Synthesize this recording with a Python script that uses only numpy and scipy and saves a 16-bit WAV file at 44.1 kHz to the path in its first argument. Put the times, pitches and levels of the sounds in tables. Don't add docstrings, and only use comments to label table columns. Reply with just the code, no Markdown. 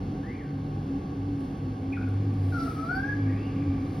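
import sys
import numpy as np
from scipy import signal
from scipy.fft import rfft, irfft
from scipy.io import wavfile
from scipy.ndimage import uniform_filter1d

SR = 44100
rng = np.random.default_rng(int(sys.argv[2]) if len(sys.argv) > 2 else 0)


def master(y):
    cut = np.clip(np.atleast_2d(y).T, -1, 1)
    pcm = np.round(cut * 32767)
    wavfile.write(sys.argv[1], SR, pcm.astype(np.int16))


N = 176400


def undb(db):
    return 10 ** (np.asarray(db) / 20)


def unit(x):
    return x / np.sqrt(np.mean(x ** 2))


def times():
    return np.arange(N) / SR


def along(curve):
    return np.interp(times(), *np.array(curve).T)


def fade(curve):
    return undb(along(curve))


def colour(x, eq):
    hz, db = np.array(eq).T
    log_hz = np.log(np.fft.rfftfreq(N, 1 / SR) + 1)
    return irfft(rfft(x) * undb(np.interp(log_hz, np.log(hz), db)), N)


def noise(eq):
    return unit(colour(rng.standard_normal(N), eq))


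def walk(rate_hz):
    hold = max(int(SR / rate_hz), 1)
    steps = rng.standard_normal(N)[np.arange(N) // hold]
    return unit(uniform_filter1d(uniform_filter1d(steps, hold), hold))


def wide(mid, side):
    return np.array([mid + side, mid - side])


def drone(hz, width_hz, throb):
    rate_hz = 2 * width_hz
    phase = 2 * np.pi * np.cumsum(hz + width_hz / 2 * walk(rate_hz)) / SR
    return unit(np.sin(phase) * (1 + throb * walk(rate_hz)) + throb * np.cos(phase) * walk(rate_hz))


# (f/Hz, level/dB)
ROAR_MID_EQ = [(20, -34), (35, -21), (48, -1.5), (60, -3), (72, -7), (90, 0), (125, -2.5), (170, -4.5),
               (225, -4.5), (300, -2), (345, -9), (510, -15.5), (620, -25), (780, -20), (980, -33),
               (1130, -28), (1350, -35.5), (1600, -30), (1950, -39), (2160, -33), (2460, -41.5),
               (2670, -35), (3100, -39.5), (3400, -37), (3700, -42.5), (4130, -43), (4420, -42),
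               (5100, -44.5), (5900, -44.5), (7500, -54.5), (10000, -55.5), (12500, -59.5), (16000, -71.5)]
ROAR_SIDE_EQ = [(100, -42), (270, -4), (340, -5), (550, 5), (660, -8), (790, 7), (980, -7.5), (1110, 9),
                (1300, -8), (1700, -11), (2400, -18), (3400, -46.5), (4400, -22.5), (5200, -57),
                (10000, -75), (16000, -55.5)]
# (t/s, level/dB)
LOW_ENGINE_RIDE = [(0, -37.5), (.5, -47), (.62, -30), (.85, -45.5), (1.1, -44), (1.29, -35), (1.55, -44),
                   (1.9, -32.5), (2.1, -32), (2.33, -25), (2.53, -27), (2.67, -46.5), (2.88, -59),
                   (3.0, -40), (3.3, -28), (3.56, -41.5), (3.68, -27.5), (3.8, -38.5), (4, -39)]
MID_ENGINE_RIDE = [(0, -36.5), (.25, -49.5), (.5, -36), (1.0, -35.5), (1.25, -45), (2.6, -41.5),
                   (3.3, -43.5), (3.9, -34.5)]
HIGH_ENGINE_RIDE = [(0, -40.5), (.3, -43.5), (.55, -36.5), (.85, -47), (.94, -28.5), (1.0, -37.5),
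                    (1.1, -47), (1.29, -31), (1.55, -39.5), (1.68, -35), (1.9, -32.5), (2.15, -39.5),
                    (2.5, -33), (2.85, -40.5), (3.3, -30.5), (3.5, -37.5), (3.72, -31.5), (4, -40)]
# (f/Hz, width/Hz, level/dB)
MACHINE_WHINES = [(192.2, 14, -48.5), (488, 18, -59), (766, 30, -57.5), (1115, 12, -65), (4410, 260, -74)]
# (f/Hz, level/dB)
TYRE_RIDE = [(0, -69.5), (1.8, -68), (2.3, -61), (3.0, -53.5), (3.5, -53), (4, -58)]
TYRE_EQ = [(700, -9), (1000, -7.5), (1150, 23), (1350, -6.5), (1680, 10.5), (1950, 5), (2350, 14),
           (3000, -31.5), (3900, -56.5), (4800, 4), (6000, -49.5), (16000, -42)]


def traffic():
    roar = wide(undb(-35.5) * noise(ROAR_MID_EQ), undb(-51.5) * noise(ROAR_SIDE_EQ))
    engines = (undb(-0.5) * fade(LOW_ENGINE_RIDE) * drone(hz=100.6, width_hz=5, throb=0.4)
               + fade(MID_ENGINE_RIDE) * drone(hz=149, width_hz=9, throb=0.35)
               + undb(1) * fade(HIGH_ENGINE_RIDE) * drone(hz=274.1, width_hz=13, throb=0.41))
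    whines = sum(undb(db) * drone(hz, width, throb=0.39) for hz, width, db in MACHINE_WHINES)
    tyres = fade(TYRE_RIDE) * wide(noise(TYRE_EQ), undb(-13.5) * noise(TYRE_EQ))
    swell_db = 0.5 * walk(5.3) + 0.5 * (times() - 1)
    return roar * undb(swell_db) + engines + whines + tyres


def whistle(contour, jitter, harmonics=((1, 0),), flutter_db=2.17):
    attack_s, release_s = 0.0028, 0.0078
    t = times()
    at, hz, db = np.array(contour).T
    glide = uniform_filter1d(np.interp(t, at, hz), size=300)
    pitch = glide * (1 + 0.0039 * walk(45) + jitter * walk(400))
    phase = 2 * np.pi * np.cumsum(pitch) / SR
    gate = np.clip((t - at[0]) / attack_s, 0, 1) * np.clip((at[-1] - t) / release_s + 1, 0, 1)
    level = undb(np.interp(t, at, db) + flutter_db * walk(110))
    tone = sum(undb(partial_db) * np.sin(k * phase) for k, partial_db in harmonics)
    return gate * level * np.sqrt(2) * tone


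def echoes(x, slaps, wet_db, t60_s=0.52, width=0.28):
    t = times()[:SR]
    tail = wide(rng.standard_normal(SR), width * rng.standard_normal(SR))
    tail *= np.exp(-np.log(1000) * t / t60_s) * np.clip(t / 0.0043, 0, 1)
    response = undb(wet_db) * tail / np.sqrt(np.sum(tail ** 2, axis=1, keepdims=True))
    response[:, 0] += 1
    for delay, left_db, right_db in slaps:
        response[:, int(delay * SR)] += undb([left_db, right_db])
    return signal.fftconvolve(x[None], response, axes=1)[:, :N]


# (t/s, f/Hz, level/dB)
ARCH_CONTOUR = [(.225, 1560, -49.5), (.27, 1860, -50.5), (.31, 2120, -50), (.35, 2370, -57),
                (.38, 2260, -54.5), (.41, 1880, -51), (.44, 1610, -55), (.47, 1537, -60), (.51, 1500, -65)]
# (delay/s, left/dB, right/dB)
FAR_SLAPS = [(.017, -11.5, -15.5), (.041, -10.5, -13), (.102, -13.5, -12.5)]


def far_arch():
    return undb(-4) * echoes(whistle(ARCH_CONTOUR, jitter=0.024), FAR_SLAPS, wet_db=-1)


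# (f/Hz, level/dB)
HISS_RIDE = [(1.2, -89.5), (1.45, -65.5), (1.7, -84), (2.1, -71), (2.27, -77), (2.45, -63), (2.54, -59),
             (2.66, -53.5), (2.8, -59), (3.0, -66.5), (3.2, -76), (3.6, -90.5), (3.95, -62.5)]
HISS_EQ = [(800, -23), (2000, 5), (3200, -0.5), (4800, 2.5), (6500, -7), (9000, -3.5), (12000, -7),
           (16000, -12)]


def hiss():
    return fade(HISS_RIDE) * wide(noise(HISS_EQ), undb(-29) * noise(HISS_EQ))


# (f/Hz, level/dB)
TICK_CUES = [(1.394, -62), (1.407, -57), (1.574, -59), (1.926, -60), (2.089, -55), (2.141, -57),
             (2.34, -57)]
TICK_EQ = [(1500, -18), (5000, -7), (10000, 3.5), (16000, -11)]


def ticks():
    t, decay_s = times(), 0.0011
    bursts = sum(undb(db) * (t >= at) * np.exp(-np.abs(t - at) / decay_s) for at, db in TICK_CUES)
    return bursts * noise(TICK_EQ)


# (t/s, f/Hz, level/dB)
YELP_CONTOUR = [(1.922, 2540, -54), (1.934, 2520, -47), (1.938, 2125, -47.5), (1.945, 2066, -54.5),
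                (1.952, 1702, -69), (1.962, 1594, -55.5), (1.976, 1534, -45), (1.995, 1498, -59),
                (2.024, 1490, -49), (2.036, 1425, -65)]
# (delay/s, left/dB, right/dB)
YELP_SLAPS = [(.011, -10.5, -15), (.047, -14, -14), (.1, -7.5, -13), (.111, -15, -14)]


def yelp():
    call = whistle(YELP_CONTOUR, jitter=0.04, flutter_db=3.5)
    return undb(3.5) * echoes(call, YELP_SLAPS, wet_db=-1.5)


# (t/s, fundamental f/Hz, level/dB)
SONG_CONTOUR = [(2.522, 757, -36), (2.555, 693, -31), (2.575, 691, -35.5), (2.595, 671, -30.5),
                (2.643, 672.7, -48), (2.662, 688, -38), (2.685, 655.7, -31.5), (2.705, 641.3, -41.5),
                (2.73, 641, -52), (2.765, 634, -41), (2.812, 650.3, -38), (2.826, 659, -40),
                (2.845, 662, -37.5), (2.882, 677, -36), (2.915, 737.4, -27), (2.948, 752.5, -34.5),
                (2.982, 776.4, -26.5), (3.028, 798, -37.5), (3.045, 815, -29), (3.086, 820, -35),
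                (3.096, 833.6, -31.5), (3.16, 836.7, -35.5), (3.186, 821, -47.5)]
# (t/s, jitter/share of pitch)
CORE_JITTER = [(2.52, .017), (2.75, .013), (2.92, .01), (3.15, .008)]
# (t/s, level/dB)
FUNDAMENTAL_RIDE = [(2.53, -10.5), (2.59, -19), (2.64, -0.5), (2.69, -14.5), (2.74, -21), (2.79, -15),
                    (2.84, -4), (2.91, -15), (2.98, -7.5), (3.01, -13.5), (3.05, -15.5), (3.15, -17)]
RASP_RIDE = [(2.52, -35), (2.59, -23), (2.635, -8), (2.68, -31), (2.75, -24), (2.86, -28), (2.92, -36.5),
             (3.15, -41)]
SHEEN_RIDE = [(2.74, -37), (2.8, -28.5), (2.87, -23), (2.915, -34), (2.955, -19.5), (2.985, -34),
              (3.05, -33), (3.15, -40)]
# (harmonic number, level/dB)
RASP_PARTIALS = [(5, -11), (6, 1.5), (7, -1.5), (8, -3.5), (9, -6.5), (12, -6), (14, -9), (15, -4)]
SHEEN_PARTIALS = [(6, 2), (7, -7.5), (12, -5), (15, 1)]
# (f/Hz, level/dB)
BEAK_EQ = [(2700, -4.5), (3800, -21.5), (4200, -3), (4650, -0.5), (5100, -8.5), (5800, 7.5), (6500, -22.5),
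           (9000, -12), (10500, -26), (11600, -13), (13000, -12), (15000, -13)]
# (delay/s, left/dB, right/dB)
NEAR_SLAPS = [(.007, -24, -9.5), (.021, -10, -12), (0.047, -18, -19)]


def near_bird():
    core = whistle(SONG_CONTOUR, jitter=along(CORE_JITTER),
                   harmonics=[(1, along(FUNDAMENTAL_RIDE)), (2, 0)])
    rasp = fade(RASP_RIDE) * whistle(SONG_CONTOUR, jitter=0.013, harmonics=RASP_PARTIALS)
    sheen = fade(SHEEN_RIDE) * whistle(SONG_CONTOUR, jitter=0.005, harmonics=SHEEN_PARTIALS)
    overtones = colour(rasp + sheen, BEAK_EQ)
    balcony = dict(slaps=NEAR_SLAPS, t60_s=0.44, width=1.4)
    voice = echoes(core, wet_db=-2, **balcony) + echoes(overtones, wet_db=-5.5, **balcony)
    return voice * undb([[-4], [-3]])


# (t/s, f/Hz, level/dB)
RISE_CONTOUR = [(3.27, 1592, -49), (3.305, 1900, -49), (3.34, 2314, -57), (3.39, 2644, -54.5),
                (3.46, 2730, -54.5), (3.52, 2604, -64), (3.62, 2350, -61), (3.8, 2326, -63.5)]


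def far_rise():
    return undb(-8) * echoes(whistle(RISE_CONTOUR, jitter=0.024), FAR_SLAPS, wet_db=4)


def scene():
    t = times()
    mix = traffic() + far_arch() + hiss() + ticks() + yelp() + near_bird() + far_rise()
    return mix * np.clip(np.minimum(t, t[-1] - t) / 0.004, 0, 1)


# (f/Hz, level/dB)
RIGHT_MIC_EQ = [(520, 2.5), (700, 6.5), (950, 9.5), (1290, -4), (2380, -1.5), (4400, 0)]


def record(dry):
    matched_below_hz, lag_above_hz, lag_s, top_hz = 380, 4270, 0.00016, 15800
    left_eq = [(matched_below_hz, 0)] + [(hz, -db / 2) for hz, db in RIGHT_MIC_EQ]
    right_eq = [(hz, -db) for hz, db in left_eq]
    left, right = colour(dry[0], left_eq), colour(dry[1], right_eq)
    above_hz = np.maximum(np.fft.rfftfreq(N, 1 / SR) - lag_above_hz, 0)
    right = irfft(rfft(right) * np.exp(-2j * np.pi * above_hz * lag_s), N)
    high_cut = signal.ellip(8, 0.2, 70, top_hz, fs=SR, output="sos")
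    return signal.sosfilt(high_cut, np.array([left, right]))


dry = scene()
out = record(dry)
master(out)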